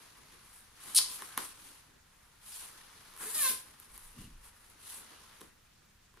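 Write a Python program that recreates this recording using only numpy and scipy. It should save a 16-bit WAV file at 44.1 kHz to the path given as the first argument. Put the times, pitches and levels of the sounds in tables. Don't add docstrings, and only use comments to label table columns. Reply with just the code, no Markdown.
import sys
import numpy as np
from scipy import signal
from scipy.fft import rfft, irfft, next_fast_len
from scipy.io import wavfile

SR = 44100
rng = np.random.default_rng(int(sys.argv[2]) if len(sys.argv) > 2 else 0)


def volts_from_decibels(level):
    exponent = np.asarray(level, float) / 20
    return 10 ** exponent


def wav_record(signal):
    frames = np.transpose(np.atleast_2d(signal))
    bounded = np.clip(frames, -1, 1)
    quanta = np.round(bounded * 32767).astype(np.int16)
    wavfile.write(sys.argv[1], SR, quanta)


N = 273403
CUTOFF_HZ = 15800

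# (time [s], level [dB])
FIDGET_LEVEL = [(0, -63), (.7, -66), (.81, -61), (1.3, -58), (1.53, -64), (1.84, -70.5), (1.98, -78),
                (2.4, -73), (2.8, -60), (3.08, -59), (3.72, -66), (4.16, -66), (4.4, -70), (4.8, -68),
                (5.12, -59.5), (5.36, -61), (5.55, -75), (6.2, -80)]


def rms_one(x):
    return x / np.sqrt(np.mean(x ** 2) + 1e-20)


def in_time(rows):
    s, *columns = np.transpose(rows)
    return [np.interp(np.arange(N) / SR, s, c) for c in columns]


def at_hz(points, hz):
    point_hz, value = np.array(points).T
    return np.interp(np.log(hz), np.log(point_hz), value)


def drift(rate_hz):
    r = np.exp(-16 * np.pi * rate_hz / SR)
    noise = rng.standard_normal(N // 8 + 4002)
    slow = rms_one(signal.lfilter([1], [1, -2 * r, r * r], noise)[4000:])
    return np.interp(np.arange(N) / 8, np.arange(len(slow)), slow)


def butter(x, order, hz, kind):
    return signal.sosfilt(signal.butter(order, hz, kind, fs=SR, output="sos"), x)


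def resonances(x, peaks):
    out = 0
    for k, (hz, width_hz, db) in enumerate(peaks):
        r = np.exp(-np.pi * width_hz / SR)
        b = (1 - r * r) / 2 * np.array([1, 0, -1])
        a = [1, -2 * r * np.cos(2 * np.pi * hz / SR), r * r]
        out = out + (-1) ** k * volts_from_decibels(db) * signal.lfilter(b, a, x)
    return out


def together(*levels_db):
    return np.sqrt(sum(volts_from_decibels(2 * db) for db in levels_db))


def swells(rows):
    curve = 1.35
    s, power = np.arange(0, N, 32) / SR, 1e-14
    for peak_s, db, rise_s, fall_s in rows:
        away = np.where(s < peak_s, (peak_s - s) / rise_s, (s - peak_s) / fall_s)
        power = power + volts_from_decibels(2 * (db - 10 * away ** curve))
    return np.interp(np.arange(N) / SR, s, 10 * np.log10(power))


def bands(spectrum, sources, patchy_db, low_hz, octaves):
    # (frequency [Hz], likeness [-1..1])
    likeness = [(60, 0.98), (150, 0.93), (300, 0.41), (560, -0.46), (1100, .6), (2000, 0.41), (4000, 0.2),
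                (10000, .03)]
    edges = low_hz * 2 ** np.arange(0, np.log2(CUTOFF_HZ / low_hz) + octaves, octaves)
    for k, (low, high) in enumerate(zip(edges, edges[1:])):
        mid, side = butter(sources[k % 2], 2, [low, high], "band")
        hz = np.sqrt(low * high)
        alike = np.clip(at_hz(likeness, hz), -1, 1)
        gain = volts_from_decibels(at_hz(spectrum, hz) + patchy_db * drift(23.0))
        yield hz, gain * (np.sqrt(1 + alike) * mid + np.sqrt(1 - alike) * side * [[1], [-1]])


def room_tone():
    # (frequency [Hz], density [dB per Hz])
    background = [(8.8, -30), (15, 0), (31, -7), (55, -5), (119, -10), (145, -11), (184, -11.5),
                  (284, -20.5), (440, -21.5), (480, -23), (642, -18), (743, -21.5), (1680, -19),
                  (1830, -21.5), (6410, -25), (15800, -33.5)]
    noise = rng.standard_normal((2, 2, N))
    tone = sum(sound for hz, sound in bands(background, noise, 1.3, low_hz=15, octaves=1 / 2))
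    return volts_from_decibels(-64.5) * rms_one(tone)


def folds(shell):
    # (peak time [s], filling level [dB], fall [s per 10 dB], shell vs filling [dB])
    creases = [(.01, -71, .12, 6), (.19, -67, .08, -2), (.34, -70, .08, 6), (.87, -64.5, .2, 9),
               (1.005, -65, .04, 15), (1.09, -67, .06, 6), (1.225, -60.5, .04, 7), (1.32, -80, .08, 23),
               (1.385, -52.5, .06, 9), (1.59, -68, .06, -2), (1.67, -68, .14, 3), (1.91, -71.5, .12, -5),
               (2.62, -74, .16, 16), (3.215, -55.5, .08, 8), (3.36, -63, .2, 8), (3.5, -54, .05, 2),
               (3.66, -72, .2, 3), (3.94, -72, .05, 4), (4.18, -64, .06, -1), (4.47, -76, .04, 10),
               (4.7, -72, .3, -2), (4.935, -73, .06, 15), (5.01, -62, .08, 0), (5.13, -65, .09, 0),
               (5.42, -59, .06, -8), (5.82, -74, .05, -6), (6.18, -71, .1, 1)]
    rise_s, snatched_rise_s = .035, .035 * .4
    rows = []
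    for peak_s, db, fall_s, stiff_db in creases:
        rise = snatched_rise_s if db > -60 else rise_s
        rows.append((peak_s, db + shell * stiff_db, rise, fall_s))
    return swells(rows)


def rustle():
    # (frequency [Hz], density [dB per Hz])
    nylon = [(430, -9.5), (620, -13), (800, -9.5), (1000, -4.5), (1600, -7.5), (2300, -10), (4500, -10.5),
             (5800, -14), (7600, -6), (9700, -0.5), (11000, 2), (13000, -12.5), (15800, -16)]
    # (peak time [s], level [dB], rise [s per 10 dB], fall [s per 10 dB])
    panel_slides = [(.05, -62, .1, .07), (.32, -63, .08, .1), (.872, -47, .055, .15),
                    (1.008, -44.5, .08, .045), (1.115, -45.5, .05, .12), (1.157, -46.5, .08, .03),
                    (1.24, -51, .045, .15), (1.382, -43, .004, .11), (1.45, -47.5, .05, .04),
                    (1.664, -54, .1, .14), (2.58, -46, .09, .14), (3.495, -35.5, .08, .07),
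                    (4.204, -56, .045, .09), (4.89, -48, .06, .12)]
    # (peak time [s], level [dB], rise [s per 10 dB], fall [s per 10 dB])
    sleeve_slides = [(.18, -66, .04, .06), (.575, -57, .13, .08), (2.25, -70, .25, .2),
                     (2.49, -50, .045, .1), (3.04, -65, .2, .15), (3.225, -40, .035, .12),
                     (3.32, -43, .08, .1), (3.405, -29.5, .05, .1), (3.68, -61, .06, .08),
                     (3.811, -59, .03, .08), (3.94, -56, .04, .12), (4.07, -56, .12, .08),
                     (4.468, -55.5, .05, .035), (4.58, -66, .08, .08), (4.705, -64, .15, .06),
                     (4.961, -47, .05, .06), (5.43, -63, .04, .08)]
    panel_db, sleeve_db = swells(panel_slides), swells(sleeve_slides)
    shell_db, (fidget_db,) = folds(shell=True), in_time(FIDGET_LEVEL)

    catches = volts_from_decibels(1.1 * drift(500.0) + 1.0 * drift(56.0))
    noise = catches * rng.standard_normal((2, 2, N))
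    parts = np.zeros((3, 2, N))
    for hz, sound in bands(nylon, noise, 0.96, low_hz=424, octaves=1 / 4):
        parts[np.searchsorted([2400, 7000], hz)] += sound
    body, middle, hiss = map(rms_one, parts)

    panel_swing_db, sleeve_swing_db = panel_db + 45, sleeve_db + 45
    hiss_gain = together(panel_db, sleeve_db, fidget_db - 3)
    middle_gain = together(-52.5 + .75 * panel_swing_db, -57.5 + .75 * sleeve_swing_db,
                           fidget_db - 2, shell_db - 5)
    slide_body_db = -61 + .4 * np.maximum(panel_swing_db, sleeve_swing_db)
    body_gain = together(slide_body_db, fidget_db - 2.5, shell_db)
    cloth = hiss_gain * hiss + middle_gain * middle + body_gain * body
    pan_db = 1.1
    return cloth * volts_from_decibels(pan_db / 2 * np.array([[1], [-1]]))


def padding():
    mid, side = butter(rng.standard_normal((2, N)), 2, [170, 440], "band")
    gain = together(folds(shell=False), in_time(FIDGET_LEVEL)[0] - 14)
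    lumps = volts_from_decibels(2.0 * drift(30.0))
    return gain * lumps * rms_one(mid + 1.2 * side * volts_from_decibels(-5) * np.array([[1], [-1]]))


def taps(teeth, uneven_db):
    passed = np.diff(np.floor(teeth), prepend=0) != 0
    return passed * volts_from_decibels(uneven_db * rng.standard_normal(N))


def rip():
    # (time [s], level [dB])
    tear = [
        (.9468, -60.5),
        (.9478, -28.5),
        (.957, -27),
        (.964, -21.5),
        (.986, -22.5),
        (.989, -27),
        (.997, -42),
    ]
    # (frequency [Hz], width [Hz], level [dB])
    tape_rings = [(3100, 930, -9), (3960, 300, 0.5), (4550, 350, 0), (5270, 350, -1), (6600, 1500, -11.5)]
    # (frequency [Hz], width [Hz], level [dB])
    slider_rings = [(8740, 790, -3), (9600, 370, 2.5), (10400, 550, -0.5), (11600, 700, -8),
                    (14200, 2500, -18)]
    level_db, = in_time(tear)
    s = np.arange(N) / SR
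    low_db = -9.5 + 550 * np.clip(s - tear[3][0], 0, .022)

    teeth = np.cumsum(750 * volts_from_decibels(2.5 * drift(400.0))) / SR
    volley = taps(teeth, uneven_db=3.5) * rng.choice([-1, 1], N)
    clicks = volley + .1 * rng.standard_normal(N)
    low = butter(rms_one(resonances(clicks, tape_rings)), 2, 2800, "high")
    high = rms_one(resonances(clicks, slider_rings))
    during = (s > tear[0][0]) & (s < tear[-1][0])
    return during * volts_from_decibels(level_db) * (high + volts_from_decibels(low_db) * low)


def knocks():
    # (time [s], crack [dB], snap vs crack [dB], knock vs crack [dB], thud vs crack [dB])
    hits = [(0.9873, -21, -9, -14, -38), (1.2217, -36.5, -7, 1, -19), (1.3757, -23, -21, -27, -17),
            (1.3771, -22, -10, -4, -26.5), (2.3511, -64, -15, -16, -15), (3.1382, -47, -12, -9, -26),
            (3.1640, -44, -11, -9, -25), (3.176, -42.5, -12, -9, -22), (3.8, -39.5, -27, -29, -33),
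            (3.9779, -37, -24, -19, -34), (4.577, -60, -14, -12, -21), (4.6998, -50, -16, -15, -26),
            (4.8363, -56, -12, -12, -21), (5.407, -49.5, -15, -14.5, -19.5),
            (5.4094, -47, -8.5, -6.5, -10.5), (5.4133, -48, -1, -12, -4), (5.4152, -45.5, -7.5, -6, -11),
            (6.1406, -62, -7, 2, -12), (6.1726, -58.5, -8.5, 3.5, -7), (3.5065, -27, -16, -22, -30)]
    # (frequency [Hz], t60 [s], level [dB])
    snap_modes = [(2900, 0.0057, -2), (3900, .004, 2.5), (4800, .003, -4.5), (5700, .003, 0.5)]
    # (frequency [Hz], t60 [s], level [dB])
    knock_modes = [(1050, 0.022, -4.5), (1400, 0.0065, -3), (1780, 0.006, -1.5)]
    # (frequency [Hz], t60 [s], level [dB])
    thud_modes = [(240, .045, -2), (330, .04, 0), (430, .035, -2)]
    s, crack_db, snap_db, knock_db, thud_db = np.transpose(hits)
    crack_hz = 9700 - 65 * knock_db
    at, out = np.round(s * SR).astype(int), np.zeros(N)

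    crack_samples, decay_ms = 400, 0.98
    ms = np.arange(crack_samples) / SR * 1000
    bursts = rng.standard_normal((len(at), crack_samples)) * np.exp(-ms / decay_ms)
    for k, burst in enumerate(bursts):
        crack = resonances(burst, [(crack_hz[k], 2500, 0), (11500, 8000, -12)])
        out[at[k]:at[k] + crack_samples] += volts_from_decibels(crack_db[k] + 3.0) * crack / np.abs(crack).max()

    struck = ((snap_modes, crack_db + snap_db + 3.5),
              (knock_modes, crack_db + knock_db + 6.0),
              (thud_modes, crack_db + thud_db + 4))
    for modes, strength_db in struck:
        spread = rng.standard_normal((len(at), len(modes)))
        for k, (hz, t60_s, db) in enumerate(modes):
            clicks = np.full(N, 1e-18)
            clicks[at] = volts_from_decibels(strength_db + db + 1.2 * spread[:, k])
            r, w = volts_from_decibels(-60 / (t60_s * SR)), 2 * np.pi * hz / SR
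            ring = signal.lfilter([0, np.sin(w)], [1, -2 * r * np.cos(w), r * r], clicks)
            out += (-1) ** k * ring
    return butter(out, 2, 190, "high")


def rubs():
    # (centre time [s], length [s], frequency [Hz], width [Hz], level [dB])
    songs = [
        (1.013, 0.067, 1025, 40, -58),
        (1.105, 0.068, 1003, 40, -58),
        (1.205, .025, 1750, 200, -61),
        (1.33, .07, 1550, 300, -61),
        (2.532, 0.03, 4970, 900, -56),
        (3.217, 0.037, 1470, 150, -56),
        (4.224, .1, 2830, 200, -66),
        (5.15, .1, 2900, 500, -68),
        (5.296, .12, 1320, 80, -73),
    ]
    out, s, grit = np.zeros(N), np.arange(N) / SR, rng.standard_normal(N)
    for centre_s, length_s, hz, width_hz, db in songs:
        peak = [(hz, width_hz, 0)]
        sung = rms_one(resonances(resonances(grit, peak), peak))
        out += volts_from_decibels(db) * np.exp(-(2 * (s - centre_s) / length_s) ** 4) * sung
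    return out


def zipping():
    # (time [s], bite of the teeth [dB], scrape [dB])
    bearing = [
        (3.23, -64, -54),
        (3.27, -55.5, -50),
        (3.338, -52, -47),
        (3.35, -47, -34),
        (3.375, -43, -42),
        (3.43, -40, -31),
        (3.472, -33, -33),
        (3.497, -51, -29),
        (3.56, -68, -60),
    ]
    # (time [s], rate [teeth per s])
    speed = [(3.23, 440), (3.285, 432), (3.32, 550), (3.345, 636), (3.415, 590), (3.435, 545), (3.468, 518),
             (3.495, 509), (3.59, 520)]
    # (frequency [Hz], level of a multiple [dB])
    buzz_colour = [(850, -8), (1030, 5), (1200, -5), (1550, 1), (1780, 4), (2100, -4), (2550, -6),
                   (3300, -5.5), (4500, -6), (6500, -10)]
    # (frequency [Hz], level vs bite [dB])
    tape_hum = [(440, -0.5), (480, -4), (505, -21), (640, -24)]
    (per_s,), (buzz_db, scrape_db) = in_time(speed), in_time(bearing)
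    hum_db = buzz_db + at_hz(tape_hum, per_s)
    teeth = np.cumsum(per_s * (1 + .006 * drift(60.0))) / SR

    buzz = 0
    for k in range(2, 13):
        phase = 2 * np.pi * k * teeth + .05 * k * drift(120.0)
        multiple_db = at_hz(buzz_colour, k * per_s) + min(k, 5) / 1.5 * drift(25)
        buzz = buzz + volts_from_decibels(multiple_db) * np.cos(phase)
    hum = np.sqrt(2) * np.sin(2 * np.pi * teeth) * volts_from_decibels(2.0 * drift(40.0))
    throb = (np.exp(-2.5 * (teeth % 1)) + .2) * volts_from_decibels(2.0 * drift(300.0))
    scrape = resonances(throb * rng.standard_normal(N),
                        [(10400, 2200, 3.5), (12500, 5400, -7), (4640, 5000, -10)])

    s = np.arange(N) / SR
    moving = np.clip((s - bearing[0][0]) / .02, 0, 1) * np.clip((bearing[-1][0] - s) / 0.02, 0, 1)
    return moving * (volts_from_decibels(buzz_db) * rms_one(buzz) + volts_from_decibels(hum_db) * hum + volts_from_decibels(scrape_db) * rms_one(scrape))


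def puff():
    # (peak time [s], level [dB], rise [s per 10 dB], fall [s per 10 dB])
    flutters = [
        (3.95, -77, .05, .1),
        (4.188, -50.5, .02, .07),
        (4.264, -55, .05, .07),
    ]
    # (peak time [s], level [dB], rise [s per 10 dB], fall [s per 10 dB])
    pushes = [
        (3.912, -58, .025, .08),
        (4.062, -57, .06, .06),
        (4.264, -55, .1, .15),
        (4.4, -57, .12, .08),
    ]
    flutter = butter(rng.standard_normal(N), 4, [65, 260], "band")
    push = butter(rng.standard_normal(N), 2, [16, 45], "band")
    return volts_from_decibels(swells(flutters)) * rms_one(flutter) + volts_from_decibels(swells(pushes)) * rms_one(push)


def placed(x, pan_db, lag):
    size = next_fast_len(N)
    turn = np.exp(-2j * np.pi * np.arange(size // 2 + 1) / size * lag)
    left = irfft(rfft(x, size) * turn, size)[:N]
    return np.array([left * volts_from_decibels(pan_db / 2), x * volts_from_decibels(-pan_db / 2)])


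def room(x):
    # (frequency [Hz], t60 [s])
    decay = [(200, 0.72), (1000, .4), (4500, .38), (10000, .3), (16000, .18)]
    size = next_fast_len(N + SR)
    hz = np.arange(size // 2 + 1) * SR / size + 1
    t60_s, out = at_hz(decay, hz), np.zeros((2, size // 2 + 1), complex)
    for k, lag_s in enumerate(rng.uniform(.004, .03, size=20)):
        loop = volts_from_decibels(-60 * lag_s / t60_s) * np.exp(-2j * np.pi * hz * lag_s)
        out[k % 2] += (-1) ** (k // 2) * loop / (1 - loop)
    return irfft(out * rfft(x, size), size)[:, :N]


def scene():
    torn, buzz, hits = rip(), zipping(), knocks() + rubs()
    near = placed(torn, pan_db=1.0, lag=.3) + placed(buzz, pan_db=0.0, lag=2.3)
    near = near + placed(hits, pan_db=0.7, lag=.3)
    wet = volts_from_decibels(-17.5) * room(torn + buzz + volts_from_decibels(-5) * hits)
    return near + wet + rustle() + padding() + puff() + room_tone()


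def top_cut(x):
    return signal.sosfilt(signal.butter(12, 16650, fs=SR, output="sos"), x)


def record(dry):
    low_pass = signal.cheby2(12, 60, CUTOFF_HZ + 500, fs=SR, output="sos")
    mix = signal.sosfilt(low_pass, dry)
    return top_cut(mix)


dry = scene()
out = record(dry)
wav_record(out)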